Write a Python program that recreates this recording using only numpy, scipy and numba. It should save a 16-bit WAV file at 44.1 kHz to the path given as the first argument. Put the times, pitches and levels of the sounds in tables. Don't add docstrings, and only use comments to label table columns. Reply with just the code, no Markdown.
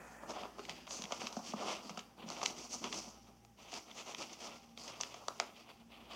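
import sys
import numpy as np
from scipy import signal
from scipy.fft import rfft, irfft
from scipy.io import wavfile
from scipy.ndimage import uniform_filter1d
from numba import njit

SR = 44100
rng = np.random.default_rng(int(sys.argv[2]) if len(sys.argv) > 2 else 0)


def wav_record(signal):
    frames = np.transpose(np.atleast_2d(signal))
    bounded = np.clip(frames, -1, 1)
    quanta = np.round(bounded * 32767).astype(np.int16)
    wavfile.write(sys.argv[1], SR, quanta)


N = 271215

# frequency in Hz, relative level in dB.
AIR_SPECTRUM = [(35, -7), (57, -7.5), (85, -9.5), (200, -2), (350, -10.5), (750, -18), (1560, -24),
                (2900, -23.5), (4100, -30), (5700, -20), (7500, -25), (10000, -25.5), (15500, -26.5)]
# frequency in Hz, rms level in dB before it wavers.
UPPER_HUM = [(115.4, -80.5), (231, -72)]
# time in seconds, rms level in dB.
LOW_HUM_SWELL = [(0.15, -69.5), (0.93, -72.5), (1.62, -79), (3.18, -69.5), (4.03, -82.5), (4.97, -75),
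                 (5.57, -84), (6.1, -69)]
# centre in Hz, width of one pass in Hz, rms level in dB.
FAN_DRONE = [(224, 36, -74.5), (796.7, 35, -72.5)]
# centre in Hz, width of one pass in Hz, relative level in dB.
HISS_BANDS = [(2930, 560, -10), (5780, 860, 1.5)]
# frequency in Hz, relative level in dB.
ROOM_SPECTRUM = [(100, 4.5), (500, -9), (1100, -1.5), (2500, -5), (6000, -9), (15000, 7.5)]
# time in seconds, level in dB.
SLIDE_LEVEL = [(0, -56), (0.28, -58), (0.34, -66), (2.19, -77), (2.28, -102)]
# frequency in Hz, relative level in dB.
SLEEVE_SPECTRUM = [(150, -1), (400, -6), (700, 0.5), (1200, -6.5), (1800, -2.5), (2200, -12.5),
                   (2550, -8.5), (3100, -44), (4000, -53), (6800, -18), (10000, -26.5), (15500, -43)]
# time in seconds, level in dB before effort and trim.
DRAG_WEIGHT = [(0, -56.5), (1.6, -60.5), (2.9, -54.5), (3.6, -63), (4.3, -59), (5, -62.5), (6.15, -63)]
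# frequency in Hz, relative level in dB.
CARPET_SPECTRUM = [(50, -31), (100, -9.5), (150, -8), (190, -4.5), (240, -1.5), (310, -1), (420, -6),
                   (700, -32)]
# start in seconds, level in dB before the tube's filter, pitch in Hz.
BUMP_EVENTS = [(0.594, -39, 409), (0.696, -36.5, 166), (0.994, -36.5, 227), (1.039, -35.5, 191),
               (1.122, -41, 270), (1.236, -33, 232), (1.369, -28, 228), (1.492, -36, 235),
               (1.538, -27, 221), (1.741, -41, 220), (1.857, -37.5, 234), (1.904, -34, 186),
               (1.975, -38, 213), (2.239, -36, 217), (2.261, -33, 193), (2.274, -43, 190),
               (2.416, -56, 266), (2.843, -36.5, 253), (3.074, -40, 226)]
# frequency in Hz, relative level in dB.
BUMP_SPECTRUM = [(70, -35), (120, -22), (170, -8.5), (500, -2.5), (1300, -19), (2200, -60)]
# frequency in Hz, relative level in dB.
HOLLOW_SPECTRUM = [(130, -25.5), (220, -5.5), (350, -5), (500, -2), (680, 1.5), (850, -1.5), (1050, -1.5),
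                   (1280, -4), (1550, -18), (2100, -32.5)]
# frequency in Hz, relative level in dB.
WALL_SPECTRUM = [(1000, -13.5), (1600, -16.5), (2100, -3), (2700, 1.5), (3350, 0), (3900, -8.5),
                 (4300, -12.5), (4900, -14), (8000, -32.5)]
# frequency in Hz, relative level in dB.
FILM_SPECTRUM = [(2800, -34.5), (3900, -14), (4600, -1.5), (5400, -4), (6200, -1.5), (7000, -4.5),
                 (8000, -11), (9800, -19.5), (15500, -35)]
# start in seconds,
# hollow level in dB, wall level in dB, film level in dB before a trim, fade time of the crumpling in seconds;
# levels are rms over 2 ms.
SNAPS_AND_KNOCKS = [(0.2348, -41, -70, -69, 0.0037), (0.3063, -46, -56, -43.5, 0.0018),
                    (0.4339, -44, -46.5, -60, 0.0025), (0.4542, -39.5, -58, -63, 0.00085),
                    (0.584, -41.5, -60, -66, .003), (0.5928, -41.5, -48, -54, 0.0038),
                    (0.6519, -60, -45.5, -53, 0.0029), (0.686, -42.5, -52, -63, 0.015),
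                    (0.6951, -50, -37.5, -42, 0.0016), (0.869, -51, -49, -55, 0.0033),
                    (0.8757, -46, -48, -67, 0.0025), (0.9083, -46, -44.5, -41, 0.0034),
                    (1.0212, -53, -43, -41, .001), (1.039, -52, -41, -45, 0.0023),
                    (1.054, -54, -44, -54, 0.0017), (1.108, -38, -54, -60, 0.0073),
                    (1.1218, -32, -36, -37.5, .0025), (1.127, -41, -43, -60, 0.014),
                    (1.2164, -39, -40.5, -62, 0.0016), (1.2696, -42, -36, -38, 0.0021),
                    (1.3266, -50, -53, -45.5, .003), (1.367, -35, -57, -46.5, .003),
                    (1.3913, -40, -68, -51, .008), (1.5217, -50, -48, -55, 0.0032),
                    (1.536, -32, -65, -53, 0.0035), (1.6825, -34, -55, -54, 0.0012),
                    (1.8942, -38.5, -45, -44, 0.0076), (1.9738, -38, -44, -44.5, 0.0034),
                    (1.9919, -66, -41.5, -45, 0.004), (2.288, -49, -52, -43.5, 0.0026),
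                    (2.302, -40.5, -64, -40, 0.00083), (2.4153, -37.5, -42.5, -52, 0.0018),
                    (2.43, -31, -43, -36, 0.0028), (2.4355, -47, -42, -39, .0017),
                    (2.4566, -45, -41, -39, 0.0015), (2.4599, -45, -28, -27.5, 0.0017),
                    (2.8409, -37, -37, -39.5, 0.0051), (2.8536, -62, -43, -49, 0.0049),
                    (2.9263, -67, -35, -39.5, 0.0028), (3.449, -59, -62.5, -58.5, .0015),
                    (3.719, -49, -48.5, -48, 0.011), (3.7298, -41.5, -48, -62, 0.0015),
                    (3.739, -64, -42.5, -42.5, .003), (3.9127, -76, -46, -61, 0.0024),
                    (4.1471, -54, -37.5, -43, 0.0012), (4.33, -58, -53, -44.5, 0.0046),
                    (4.7753, -50.5, -45, -50, 0.0018), (4.8789, -56, -46, -43.5, 0.0039),
                    (5.0036, -41.5, -50, -49, .0025), (5.0107, -41.5, -39.5, -30, 0.0019),
                    (5.0343, -56, -36, -40.5, 0.0007), (5.142, -42.5, -47.5, -48, 0.0038),
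                    (5.2828, -30, -40.5, -35.5, .0015), (5.3999, -28.5, -29, -29, 0.00079),
                    (5.404, -39.5, -46, -59, 0.0057), (5.4125, -40.5, -50, -50, 0.0028)]
# frequency in Hz, relative level in dB.
PULSE_SPECTRUM = [(200, -13.5), (450, 1.5), (700, 4.5), (1200, 3.5), (1700, 3), (2500, -1.5), (3400, 0.5),
                  (4200, -2.5), (6200, 2.5), (8500, -11), (15000, -6)]
# start in seconds,
# length in seconds, wall level in dB, hollow relative to the wall in dB, film relative to the wall in dB,
# film pitch in Hz; levels are before the trims of each layer.
RUB_STROKES = [(-0.02, 0.19, -73, 7.5, 2.5, 6300), (0.185, 0.12, -69.5, 16.5, -1, 5450),
               (0.274, 0.028, -51.5, 6.5, 1.5, 5870), (0.32, 0.13, -56, 7, -5, 4850),
               (0.541, 0.13, -66.5, 1.5, 3, 4600), (0.669, 0.024, -50.5, 2, -0.5, 4800),
               (0.705, 0.12, -66.5, 0, 0, 5350), (0.871, 0.12, -58.5, 3, 9, 6350),
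               (0.983, 0.088, -61, 4.5, 2, 5900), (1.067, 0.11, -59, 2, 2.5, 5500),
               (1.169, 0.11, -54.0, 2.5, 2, 5500), (1.277, 0.143, -69, 10.5, 7, 5600),
               (1.416, 0.094, -59, 4.0, 5, 5600), (1.546, 0.19, -52.5, 7, -2, 5560),
               (1.639, 0.12, -48.5, 0, -4.5, 5500), (1.807, 0.102, -64, 7, 3.5, 4850),
               (1.941, 0.057, -62.0, 4.5, -3, 4550), (2.16, 0.076, -59.5, 7, -9.5, 4370),
               (2.258, 0.15, -58, 5.5, 3.5, 5700), (2.376, 0.13, -55.5, 6, 3.5, 5770),
               (2.545, 0.11, -58.5, 2.5, 4.5, 5800), (2.689, 0.06, -55.5, 4.0, 10, 5900),
               (2.803, 0.073, -52.5, 3, -0.5, 5600), (2.898, 0.09, -54, 5, 7.0, 5560),
               (2.993, 0.09, -68, 8, 7.0, 5730), (3.255, 0.03, -67.5, 7.5, -3, 5900),
               (3.561, 0.14, -63, 0.5, -1.5, 6000), (3.7, 0.082, -57, 3.5, 5, 5300),
               (3.852, 0.066, -61.5, 3, -1.5, 5930), (3.936, 0.075, -54.5, 1.5, 1.5, 6100),
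               (4.044, 0.087, -56.5, 4.5, 1.5, 6100), (4.159, 0.069, -51, 1.0, 0, 5500),
               (4.26, 0.085, -62.5, 4.5, 4.5, 5300), (4.378, 0.095, -55, 3.5, 2, 5500),
               (4.451, 0.11, -61, 5.5, -0.5, 5500), (4.756, 0.13, -62, 2.5, 5, 4900),
               (4.826, 0.14, -60.0, 5.5, -3, 5640), (4.962, 0.11, -59, 2.5, 3.0, 5150),
               (5.079, 0.11, -63.5, 5.5, 0.5, 6000), (5.173, 0.25, -68.5, 8.0, 1.5, 5850),
               (5.374, 0.04, -53, 4.0, -6, 4950), (5.534, 0.083, -62.5, 0.5, -2.5, 4950),
               (5.648, 0.062, -62.0, 2, -7.5, 4570), (5.761, 0.062, -73.5, 6.5, -16.5, 4900),
               (5.879, 0.2, -63, 1, -12, 4930), (6.079, 0.086, -53.5, 3.5, -8.5, 5140)]

LOW_HUM_HZ, AIR_DB = 57.7, -67.5
ROOM_T60_S, ROOM_DELAY_S = 0.3, 0.00374
RUB_ROOM_DB, KNOCK_ROOM_DB = -9.5, -5
DRAG_FOLLOW, USUAL_STROKE_DB = 0.59, -59.5
BUMP_T60_S = 0.051
ATTACK_S, RELEASE_DB_PER_S, SETTLE_DB, SETTLE_DB_PER_S = 0.043, 440, -8.5, 65.5
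TOP_HZ = 15850


def undb(db):
    return 10 ** (np.asarray(db) / 20)


def unit(x):
    return x / np.sqrt(np.mean(x ** 2))


def curves(table):
    s, *columns = np.transpose(table)
    return [np.interp(np.arange(N) / SR, s, c) for c in columns]


def response(points, size=2048):
    hz, db = np.transpose(points)
    f = np.maximum(np.arange(size // 2 + 1) * SR / size, 1)
    octaves_outside = np.maximum(np.log2(hz[0] / f), 0) + np.maximum(np.log2(f / hz[-1]), 0)
    level_db = np.interp(np.log(f), np.log(hz), db) - 20 * octaves_outside
    cepstrum = irfft(np.log(undb(level_db)))
    cepstrum[1:size // 2] *= 2
    cepstrum[size // 2 + 1:] = 0
    h = irfft(np.exp(rfft(cepstrum)))
    return h / np.linalg.norm(h)


def ring(x, h):
    return signal.fftconvolve(x, h)[:len(x)]


def walk(rate):
    k = max(int(SR / rate), 2)
    steps = np.repeat(rng.standard_normal(N // k + 2), k)
    return 1.22 * uniform_filter1d(steps, k)[:N]


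def add(out, s, x):
    i = int(s * SR)
    out[i:i + len(x)] += x[:N - i]


def slips(rate, scatter_db):
    size = undb(scatter_db * np.minimum(rng.exponential(size=N), 4))
    released = rng.random(N) < rate / SR
    return unit(released * size * rng.choice([-1, 1], N))


def lingering(db, fade_db_per_s):
    ramp = fade_db_per_s * np.arange(N) / SR
    return np.maximum.accumulate(db + ramp) - ramp


@njit
def resonate(x, hz, width):
    y, band, low = np.empty(len(x)), 0., 0.
    for i in range(len(x)):
        g, k = np.tan(np.pi * hz[i] / SR), width / hz[i]
        v = (band + g * (x[i] - low)) / (1 + g * (g + k))
        band, low, y[i] = 2 * v - band, low + 2 * g * v, k * v
    return y


def narrow_noise(hz, width):
    centre = np.full(N, float(hz))
    once = resonate(rng.standard_normal(N), centre, float(width))
    return unit(resonate(once, centre, float(width)))


def background(waver_db=3.8, drift_rad=0.2):
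    t = np.arange(N) / SR
    swell_db, = curves(LOW_HUM_SWELL)
    hum = undb(swell_db) * np.sin(2 * np.pi * LOW_HUM_HZ * t + drift_rad * walk(4.2))
    for hz, db in UPPER_HUM:
        level = undb(db + waver_db * walk(3.02))
        hum += level * np.sin(2 * np.pi * hz * t + drift_rad * walk(7))
    drone = sum(undb(db) * narrow_noise(hz, width) for hz, width, db in FAN_DRONE)
    air = undb(AIR_DB) * ring(rng.standard_normal(N), response(AIR_SPECTRUM))
    return np.sqrt(2) * hum + drone + air


def released_hiss(effort_db, film_rel, hiss_db=-17, fade_db_per_s=52):
    hiss = sum(undb(db) * narrow_noise(hz, width) for hz, width, db in HISS_BANDS)
    return hiss * undb(hiss_db + lingering(effort_db + film_rel, fade_db_per_s))


def room(x, size=16384):
    t = np.arange(size) / SR
    decay = np.exp(-np.log(1000) * t / ROOM_T60_S) * (t > ROOM_DELAY_S)
    tail = ring(rng.standard_normal(size), response(ROOM_SPECTRUM)) * decay
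    return ring(x, tail / np.linalg.norm(tail))


def sliding():
    level_db, = curves(SLIDE_LEVEL)
    return ring(slips(5000, 1.4) * undb(level_db), response(SLEEVE_SPECTRUM))


def dragging(effort_db, drag_db=-5.5, grab_db=2.5):
    weight_db, = curves(DRAG_WEIGHT)
    level_db = weight_db + DRAG_FOLLOW * (effort_db - USUAL_STROKE_DB)
    scuff = slips(450, 2.7) * undb(level_db + drag_db + grab_db * walk(25))
    return ring(scuff, response(CARPET_SPECTRUM))


def bumps(overtone_ratio=2.7, overtone_db=-11, size=8192):
    out, t = np.zeros(N), np.arange(size) / SR
    fade = np.exp(-np.log(1000) * t / BUMP_T60_S)
    for s, db, hz in BUMP_EVENTS:
        phase = 2 * np.pi * hz * t
        overtone = undb(overtone_db) * fade ** 2 * np.sin(overtone_ratio * phase)
        add(out, s, undb(db) * (fade * np.sin(phase) + overtone))
    h = response(BUMP_SPECTRUM)
    return ring(out, h / np.abs(rfft(h)).max())


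def snaps_and_knocks(crumple=0.62, film_trim_db=.5, rebound=0.28, size=2048):
    out, t = np.zeros(N), np.arange(size) / SR
    spectra = (HOLLOW_SPECTRUM, WALL_SPECTRUM, FILM_SPECTRUM)
    parts = [ring(response(PULSE_SPECTRUM), response(points)) for points in spectra]
    span = np.sqrt(.002 * SR)
    for s, *levels, fade_s in SNAPS_AND_KNOCKS:
        push = crumple * rng.standard_normal(size) * np.exp(-t / max(fade_s, 1 / SR))
        push[0] += 2
        push[int(np.clip(fade_s * SR / 2, 1, size - 1))] -= 2 * rebound
        for h, db, trim_db in zip(parts, levels, (0, 0, film_trim_db)):
            sound = ring(push, h)
            add(out, s, sound * span * undb(db + trim_db) / np.linalg.norm(sound))
    return out


def strokes():
    t = np.arange(0, N, 32) / SR
    power, pitch = np.full((3, len(t)), 1e-18), np.zeros(len(t))
    for start, length, db, hollow_rel, film_rel, hz in RUB_STROKES:
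        since_end = np.maximum(t - start - length, 0)
        grip = np.clip((t - start) / ATTACK_S, 0, 1)
        release = undb(-RELEASE_DB_PER_S * since_end)
        settling = undb(SETTLE_DB - SETTLE_DB_PER_S * since_end)
        levels = undb([db, db + hollow_rel, db + film_rel])
        parts = np.outer(levels, grip * np.hypot(release, settling)) ** 2
        power = power + parts
        pitch = pitch + hz * parts[2]
    wall, hollow, film = 10 * np.log10(power)
    taut_hz = np.maximum(pitch / power[2], 1)
    return curves(np.column_stack([t, wall, hollow - wall, film - wall, taut_hz]))


def crinkles(effort_db, film_rel, count=420, size=1024, crinkle_db=2.0, scatter_db=3, cycles=2.7,
             low_hz=2200, high_hz=6800):
    out, t = np.zeros(N), np.arange(size) / SR
    for when, pitch, strength in rng.random((count, 3)):
        i, hz = int(when * N), low_hz + (high_hz - low_hz) * pitch
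        scatter = scatter_db * min(-np.log(1 - strength), 3)
        db = effort_db[i] + pitch * film_rel[i] + crinkle_db + scatter
        age = 2 * hz * t / cycles
        add(out, i / SR, undb(db) * age * np.exp(1 - age) * np.sin(2 * np.pi * hz * t))
    return out


def rubbing(effort_db, hollow_rel, film_rel, taut_hz, slips_per_s=3400, scatter_db=1.36, judder_db=0.78,
            flutter_db=1.91, hollow_db=-1, wall_db=-1, film_db=-.5, taut_width_hz=1100, taut_db=3):
    friction = slips(slips_per_s, scatter_db) * undb(judder_db * walk(110))
    hollow = ring(friction, response(HOLLOW_SPECTRUM))
    wall = ring(friction, response(WALL_SPECTRUM))
    film = ring(friction, response(FILM_SPECTRUM))
    film = film + undb(taut_db) * resonate(film, taut_hz, float(taut_width_hz))
    parts = ((hollow, hollow_db + hollow_rel), (wall, wall_db), (film, film_db + film_rel))
    return sum(unit(x) * undb(effort_db + db + flutter_db * walk(45)) for x, db in parts)


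def scene():
    effort_db, hollow_rel, film_rel, taut_hz = strokes()
    rustle = released_hiss(effort_db, film_rel) + sliding() + dragging(effort_db)
    rustle += crinkles(effort_db, film_rel)
    rustle += rubbing(effort_db, hollow_rel, film_rel, taut_hz)
    knocks = bumps() + snaps_and_knocks()
    reflections = room(undb(RUB_ROOM_DB) * rustle + undb(KNOCK_ROOM_DB) * knocks)
    return (background() + reflections + rustle + knocks)[None]


def suppress(x, open_db=-55, slope=0.52, fade_db_per_s=170, split_hz=6500):
    activity = signal.sosfilt(signal.butter(2, 500, "high", fs=SR, output="sos"), x)
    level_db = 10 * np.log10(np.abs(uniform_filter1d(activity ** 2, size=700)) + 1e-18)
    gain_db = slope * np.minimum(lingering(level_db, fade_db_per_s) - open_db, 0)
    low = signal.sosfiltfilt(signal.butter(3, split_hz, fs=SR, output="sos"), x)
    return low + (x - low) * undb(gain_db)


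def record(dry):
    thin = signal.sosfilt(signal.butter(4, 40, "high", fs=SR, output="sos"), suppress(dry[0]))
    return signal.sosfilt(signal.ellip(10, .2, 70, TOP_HZ, fs=SR, output="sos"), thin)[None]


dry = scene()
out = record(dry)
wav_record(out)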